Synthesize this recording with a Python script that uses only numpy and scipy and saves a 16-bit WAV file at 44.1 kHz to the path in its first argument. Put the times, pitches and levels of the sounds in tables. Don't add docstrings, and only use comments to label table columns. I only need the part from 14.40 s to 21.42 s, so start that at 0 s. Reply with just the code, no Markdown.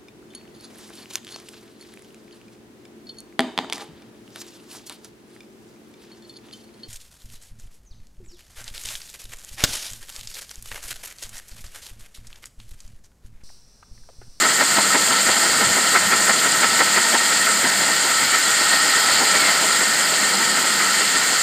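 import sys
import numpy as np
from scipy import signal
from scipy.fft import rfft, irfft, next_fast_len
from scipy.io import wavfile

SR = 44100
rng = np.random.default_rng(int(sys.argv[2]) if len(sys.argv) > 2 else 0)


def unload_wav(signal):
    wavfile.write(
        sys.argv[1],
        SR,
        np.round(np.clip(np.atleast_2d(signal).T, -1, 1) * 32767).astype(np.int16),
    )


N = 309582


def from_db(db):
    return np.exp(np.asarray(db) * (np.log(10) / 20))


def rms_one(x):
    return x / np.sqrt(np.mean(x ** 2) + 1e-20)


def bump(t, centre_s, half_s):
    return np.exp(-0.5 * ((t - centre_s) / half_s) ** 2)


def in_time(rows):
    time_s, *columns = np.transpose(rows)
    return [np.interp(np.arange(N) / SR, time_s, column) for column in columns]


def at_hz(points, hz):
    point_hz, value = np.transpose(points)
    return np.interp(np.log(hz), np.log(point_hz), value)


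def drift(rate):
    r = np.exp(-80 * np.pi * rate / SR)
    noise = rng.standard_normal(N // 40 + 2002)
    slow = signal.lfilter([1], [1, -2 * r, r * r], noise)[2000:]
    return np.interp(np.arange(N) / 40, np.arange(len(slow)), rms_one(slow))


def grit(spread_db):
    size_db = spread_db * np.minimum(rng.exponential(1, N), 5)
    return rms_one(rng.standard_normal(N) * from_db(size_db))


def banded(spectrum, count, band_db, patchy_db, rate, grain_db):
    size = next_fast_len(N)
    hz = np.maximum(np.arange(size // 2 + 1) * SR / size, 1)
    low, high = spectrum[0][0], spectrum[-1][0]
    colour = from_db(at_hz(spectrum, hz)) * (hz >= low) * (hz <= high)
    place = (count - 1) * np.log(hz / low) / np.log(high / low)
    sources = [rfft(grit(grain_db), size) * colour for _ in range(2)]
    out = np.zeros(N)
    for k, centre in enumerate(np.geomspace(low, high, count)):
        share = np.sqrt(np.clip(1 - abs(place - k), 0, 1))
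        band = irfft(sources[k % 2] * share, size)[:N]
        out += band * from_db(band_db(centre) + patchy_db * drift(rate))
    return out / np.sqrt(np.mean(colour ** 2))


def rings(modes, drive_db, patchy_db, rate, grain_db):
    out, contacts = np.zeros(N), grit(grain_db)
    for hz, width, level_db in modes:
        r = np.exp(-np.pi * width / SR)
        push = np.roll(contacts, rng.integers(N))
        push = push * from_db(level_db + drive_db + patchy_db * drift(rate))
        top = np.array([1, 0, -1]) * (1 - r * r) / 2
        out += signal.lfilter(top, [1, -2 * r * np.cos(2 * np.pi * hz / SR), r * r], push)
    return out


# centre_s [s], level_db [dB], half_length_s [s]
PUFFS = [(.9, -52, .05), (1.1, -45, .012), (1.19, -41, .018), (1.25, -40, 0.014), (1.288, -34, .025),
         (1.644, -36, .02), (1.8, -44, 0.055), (2.302, -42, 0.023), (3.21, -45, .008), (3.87, -43, 0.076),
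         (4.75, -45, .04), (5.24, -50, .04)]


def wind():
    band = signal.butter(2, [55, 170], "band", fs=SR, output="sos")
    low = signal.sosfilt(band, rng.standard_normal(N))
    centre_s, level_db, half_s = np.transpose(PUFFS)
    gust = bump(np.arange(N)[::50, None] / SR, centre_s, half_s) @ from_db(level_db)
    return rms_one(low) * np.repeat(gust, 50)[:N]


# start_s [s], length_s [s], first_pitch_hz [Hz], last_pitch_hz [Hz], level_db [dB]
SQUEAKS = [
    (3.74, .24, 2120, 2310, -33),
    (4.879, .25, 2350, 2070, -27.5),
]


def squeaks():
    out, t = np.zeros(N), np.arange(N) / SR
    edge_s, swell_db = 0.036, 3.5
    for start, length, first_hz, last_hz, level_db in SQUEAKS:
        done = np.clip((t - start) / length, 0, 1)
        hz = first_hz + (last_hz - first_hz) * np.sin(np.pi / 2 * done) ** 2
        gate = np.clip(np.minimum(done, 1 - done) * length / edge_s, 0, 1)
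        strength = gate * from_db(level_db + 2.2 + swell_db * (2 * done - 1) + 1.4 * drift(30))
        out += strength * np.sin(2 * np.pi * np.cumsum(hz + 10 * drift(50)) / SR)
    return out


# time_s [s], speed [turns per s], wobble [0-1]
SPINDLE = [
    (0, 5.93, 1),
    (3.45, 5.93, 1),
    (4.0, 7.6, 1),
    (4.7, 8.2, .8),
    (5.1, 8, .4),
    (5.6, 6, .6),
    (7.02, 6, 1),
]
# pitch_hz [Hz], level_db [dB per Hz]
RASP = [(1290, -25), (2200, -2.5), (2520, -6.5), (3150, 1.5), (3750, -3.5), (4240, 4), (4510, 4.5),
        (5020, -1), (5320, -13.5), (5900, -25), (7670, -41), (13000, -120)]
# pitch_hz [Hz], width_hz [Hz], level_db [dB]
CASE = [(2700, 90, -7), (3177, 290, -12.5), (4970, 180, -5.5), (5475, 120, -9.5)]
# pitch_hz [Hz], level_db [dB per Hz]
HISS = [(3240, -18.5), (5500, -12.5), (6070, -11), (7070, 0), (7520, 2), (8100, -4.5), (8790, -1),
        (9080, -10.5), (9600, -27), (12500, -42), (21100, -120)]
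# pitch_hz [Hz], level_db [dB per Hz]
SPRAY = [(8800, -12), (9400, -5), (9850, -1), (10400, -1), (11300, -6), (11650, -5), (12000, -1),
         (12950, 0), (13200, -2), (13750, -11), (14050, -11), (14500, -6), (15250, -3), (15700, -3)]


def motor(rasp_db, hiss_db, ring_rub):
    turns, wobble = in_time(SPINDLE)
    angle = 2 * np.pi * np.cumsum(turns) / SR
    air_db = wobble * (0.7 * np.cos(2 * angle) + 0.7 * np.cos(3 * angle - 2.9))
    fling_db = wobble * (1.3 * np.cos(angle) + 0.6 * np.cos(2 * angle - 1.2))
    shared = 0.37 * drift(38)

    def felt(hz):
        return ring_rub * np.clip((4000 - hz) / 7000, 0, 1)

    def blown(hz):
        return air_db + shared

    def thrown(hz):
        return 0.78 * shared + (fling_db if hz > 11500 else 0.6 * air_db)

    rasp = banded(RASP, count=6, band_db=felt, patchy_db=1.4, rate=40, grain_db=2.5)
    case = rings(CASE, 0.12 * ring_rub + 14, patchy_db=1.5, rate=24, grain_db=2.5)
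    hiss = banded(HISS, count=6, band_db=blown, patchy_db=0.9, rate=32, grain_db=3.0)
    spray = banded(SPRAY, count=5, band_db=thrown, patchy_db=1.1, rate=30, grain_db=3.0)
    gears = from_db(rasp_db) * (from_db(-0.5) * rasp + case)
    return gears + from_db(hiss_db) * (hiss + from_db(-13.5) * spray)


# time_s [s], slab_weight_db [dB], cutting_effort_db [dB]
FEED = [(0.0, -35, -17), (0.58, -33, -17), (0.9, -33.5, -16), (1.68, -33, -17), (2.4, -34.5, -16.5),
        (3.32, -33.5, -17), (3.89, -36, -17), (4.63, -33, -15.5), (4.91, -31.5, -15.5),
        (5.22, -32.5, -16.5), (6.14, -33, -17), (6.78, -34.5, -16), (6.88, -33.5, -17), (7.02, -38, -15.5)]
# centre_s [s], rise_db [dB], half_length_s [s]
PUSHES = [
    (1.0, 3.5, 0.18),
    (3.5, 4.5, 0.19),
    (4.6, 8.5, 0.32),
    (6.2, 3.5, 0.37),
]


def feed():
    weight, effort = (column - column.mean() for column in in_time(FEED))
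    faster = in_time(SPINDLE)[0] - SPINDLE[0][1]
    t = np.arange(N) / SR
    pushed = sum(rise_db * bump(t, centre, half) for centre, rise_db, half in PUSHES)
    sag_db = 0.22 * (t - t.mean())
    rumble_db = -31 + 0.87 * weight
    ring_db = -23 + 0.82 * effort + 0.5 * faster
    rasp_db = -24 + effort + 0.56 * faster
    hiss_db = -21.5 + 0.52 * effort + 0.1 * faster - sag_db
    hum_db = -38 + 2.9 * weight - 6.5 * faster
    column_db = -38 + pushed
    return rumble_db, ring_db, rasp_db, hiss_db, hum_db, column_db


# time_s [s], slab_stand_rise_db [dB], barrel_rise_db [dB]
FIRM_RUBS = [(.024, 2, 2.5), (.052, 6.5, 5), (.216, 8.5, 7), (0.387, 8, 5.5), (.552, 8, 9), (.722, 5, 3),
             (.889, 5.5, 6), (1.052, 7, 3.5), (1.22, 6, 5.5), (1.382, 6.5, 3.5), (1.561, 6, 11),
             (1.732, 6, 10.5), (1.899, 6.5, 8), (2.063, 5, 6), (2.241, 6, 9), (2.409, 7, 7.5),
             (2.578, 6.5, 7.5), (2.747, 7.5, 5), (2.921, 4, 3), (3.087, 4, 5.5), (3.257, 6.8, 5.5),
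             (3.425, 3.5, 3)]
# time_s [s], slab_stand_rise_db [dB], barrel_rise_db [dB]
LIGHT_RUBS = [(3.498, 0.5, 2), (3.659, 4.3, -1), (3.704, 2, 2), (3.829, 3, 2.5), (3.949, 4, 5.5),
              (4.078, 3, 1), (4.112, 1.1, 1), (4.214, 3.5, 1.5), (4.338, 4, 2), (4.468, 3.5, -1),
              (4.576, 2, 2), (4.703, 3.5, 1.5), (4.829, 4, -2), (4.957, 4, 2.5), (5.037, 3.2, 2.5),
              (5.097, 3, 2.5), (5.239, 4.5, 0.5), (5.421, 2.5, 1.5), (5.609, 1.5, 3), (5.728, 2.5, 0),
              (5.847, 1.7, 0.5), (5.925, 2.1, 1.5), (6.013, 2.5, 1.5), (6.185, 3, 4), (6.26, 1.7, 1),
              (6.42, 2.5, 4.5), (6.606, 2.7, 0.5), (6.761, 2.5, 2.5), (6.824, 0, 2.5), (6.929, 4, 0.5)]
# rise_s [s], fall_s [s]
RUB_SHAPE = [
    (.019, .016),
    (.017, .014),
    (.016, .01),
]


def rubs():
    firm = np.array(FIRM_RUBS)
    # delay s, low dB, barrel dB
    far = [0.083, 2.5, 0.8] + rng.standard_normal((len(firm), 3)) * [0.0089, 0.7, 0.7]
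    far[:, 0] += firm[:, 0]
    time_s, low_db, barrel_db = np.vstack([firm, far, LIGHT_RUBS]).T
    split_db = 0.35 * rng.standard_normal(len(time_s))
    rises_db = 0.99 * low_db + split_db, 1.15 * low_db - split_db, barrel_db
    coarse = np.arange(N)[::50]
    ago = coarse[:, None] / SR - time_s
    scrapes = 1 + 0.2 * drift(140)
    felt = []
    for (rise_s, fall_s), rise_db in zip(RUB_SHAPE, rises_db):
        swell = bump(ago, 0, np.where(ago < 0, rise_s, fall_s))
        felt.append(scrapes * np.interp(np.arange(N), coarse, swell @ rise_db))
    return felt


# pitch_hz [Hz], share [of the rise]
RUB_REACH = [(110, .1), (190, 0.63), (280, 1.77), (550, 1.12)]
# time_s [s], level_db [dB]
DEEP_LEVEL = [
    (0, 2),
    (4.3, 3.5),
    (5.3, -1),
    (6.3, -5),
    (7.02, 2),
]
# pitch_hz [Hz], level_db [dB per Hz]
RUMBLE = [(24, -72), (40, -33), (203, -6.5), (288, -7.5), (337, -8), (521, -7), (912, -8.5), (1120, -19),
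          (1320, -9), (1620, -9), (1870, -3.5), (2420, -17), (2600, -27), (3380, -51), (5720, -120)]
# pitch_hz [Hz], width_hz [Hz], level_db [dB]
STAND = [(656, 74, -4), (913, 39, 0), (1024, 53, -3)]
BARREL = [(1354, 87, -4.5), (1469, 158, -4.5), (1898, 87, -3), (2059, 63, -4.5), (2234, 230, -13.5)]
# pitch_hz [Hz], width_hz [Hz], level_db [dB]
SINGING = [(1313, 46, 0.5), (1843, 55, 1)]
# pitch_hz [Hz], width_hz [Hz], level_db [dB]
HUM = [(200.3, 20, 0)]
COLUMN = [(809, 51, 0)]


def grinding(rumble_db, ring_db, hum_db, column_db, slab_rub, stand_rub, ring_rub):
    deep_db, = in_time(DEEP_LEVEL)

    def reach(hz):
        if hz < 550:
            return at_hz(RUB_REACH, hz) * slab_rub * (hz > 130) + deep_db * (hz < 160)
        return stand_rub if hz < 1170 else ring_rub

    rumble = banded(RUMBLE, count=12, band_db=reach, patchy_db=0.55, rate=29, grain_db=2.5)
    stand = rings(STAND, 1.45 * stand_rub + 16, patchy_db=1.5, rate=2.8, grain_db=4.0)
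    flutter = 0.67 * drift(33)
    barrel = rings(BARREL, 0.96 * ring_rub + flutter + 17, patchy_db=0.2, rate=13.0, grain_db=2.5)
    barrel += rings(SINGING, ring_rub + 0.68 * flutter + 17, patchy_db=1.7, rate=15, grain_db=1.5)
    hum = rings(HUM, hum_db + 25.5, patchy_db=-0.3, rate=9.8, grain_db=2.5)
    column = rings(COLUMN, column_db + 19.5 + 1.23 * stand_rub, patchy_db=1.0, rate=9, grain_db=1.0)
    low = from_db(rumble_db) * (from_db(1.0) * rumble + stand)
    return low + from_db(ring_db) * barrel + hum + column


def scene():
    rumble_db, ring_db, rasp_db, hiss_db, hum_db, column_db = feed()
    slab_rub, stand_rub, ring_rub = rubs()
    mono = wind() + squeaks() + motor(rasp_db, hiss_db, ring_rub)
    mono += grinding(rumble_db, ring_db, hum_db, column_db, slab_rub, stand_rub, ring_rub)
    return np.array([mono, mono])


def band_limit(x):
    return signal.sosfilt(signal.butter(12, 15710, fs=SR, output="sos"), x)


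def record(dry):
    x = signal.sosfilt(signal.butter(2, 85, "high", fs=SR, output="sos"), dry)
    x = 1.6 * np.tanh(x / 1.6)
    x = signal.sosfilt(signal.ellip(12, 0.5, 80, 15490, fs=SR, output="sos"), x)
    return band_limit(x)


dry = scene()
out = record(dry)
unload_wav(out)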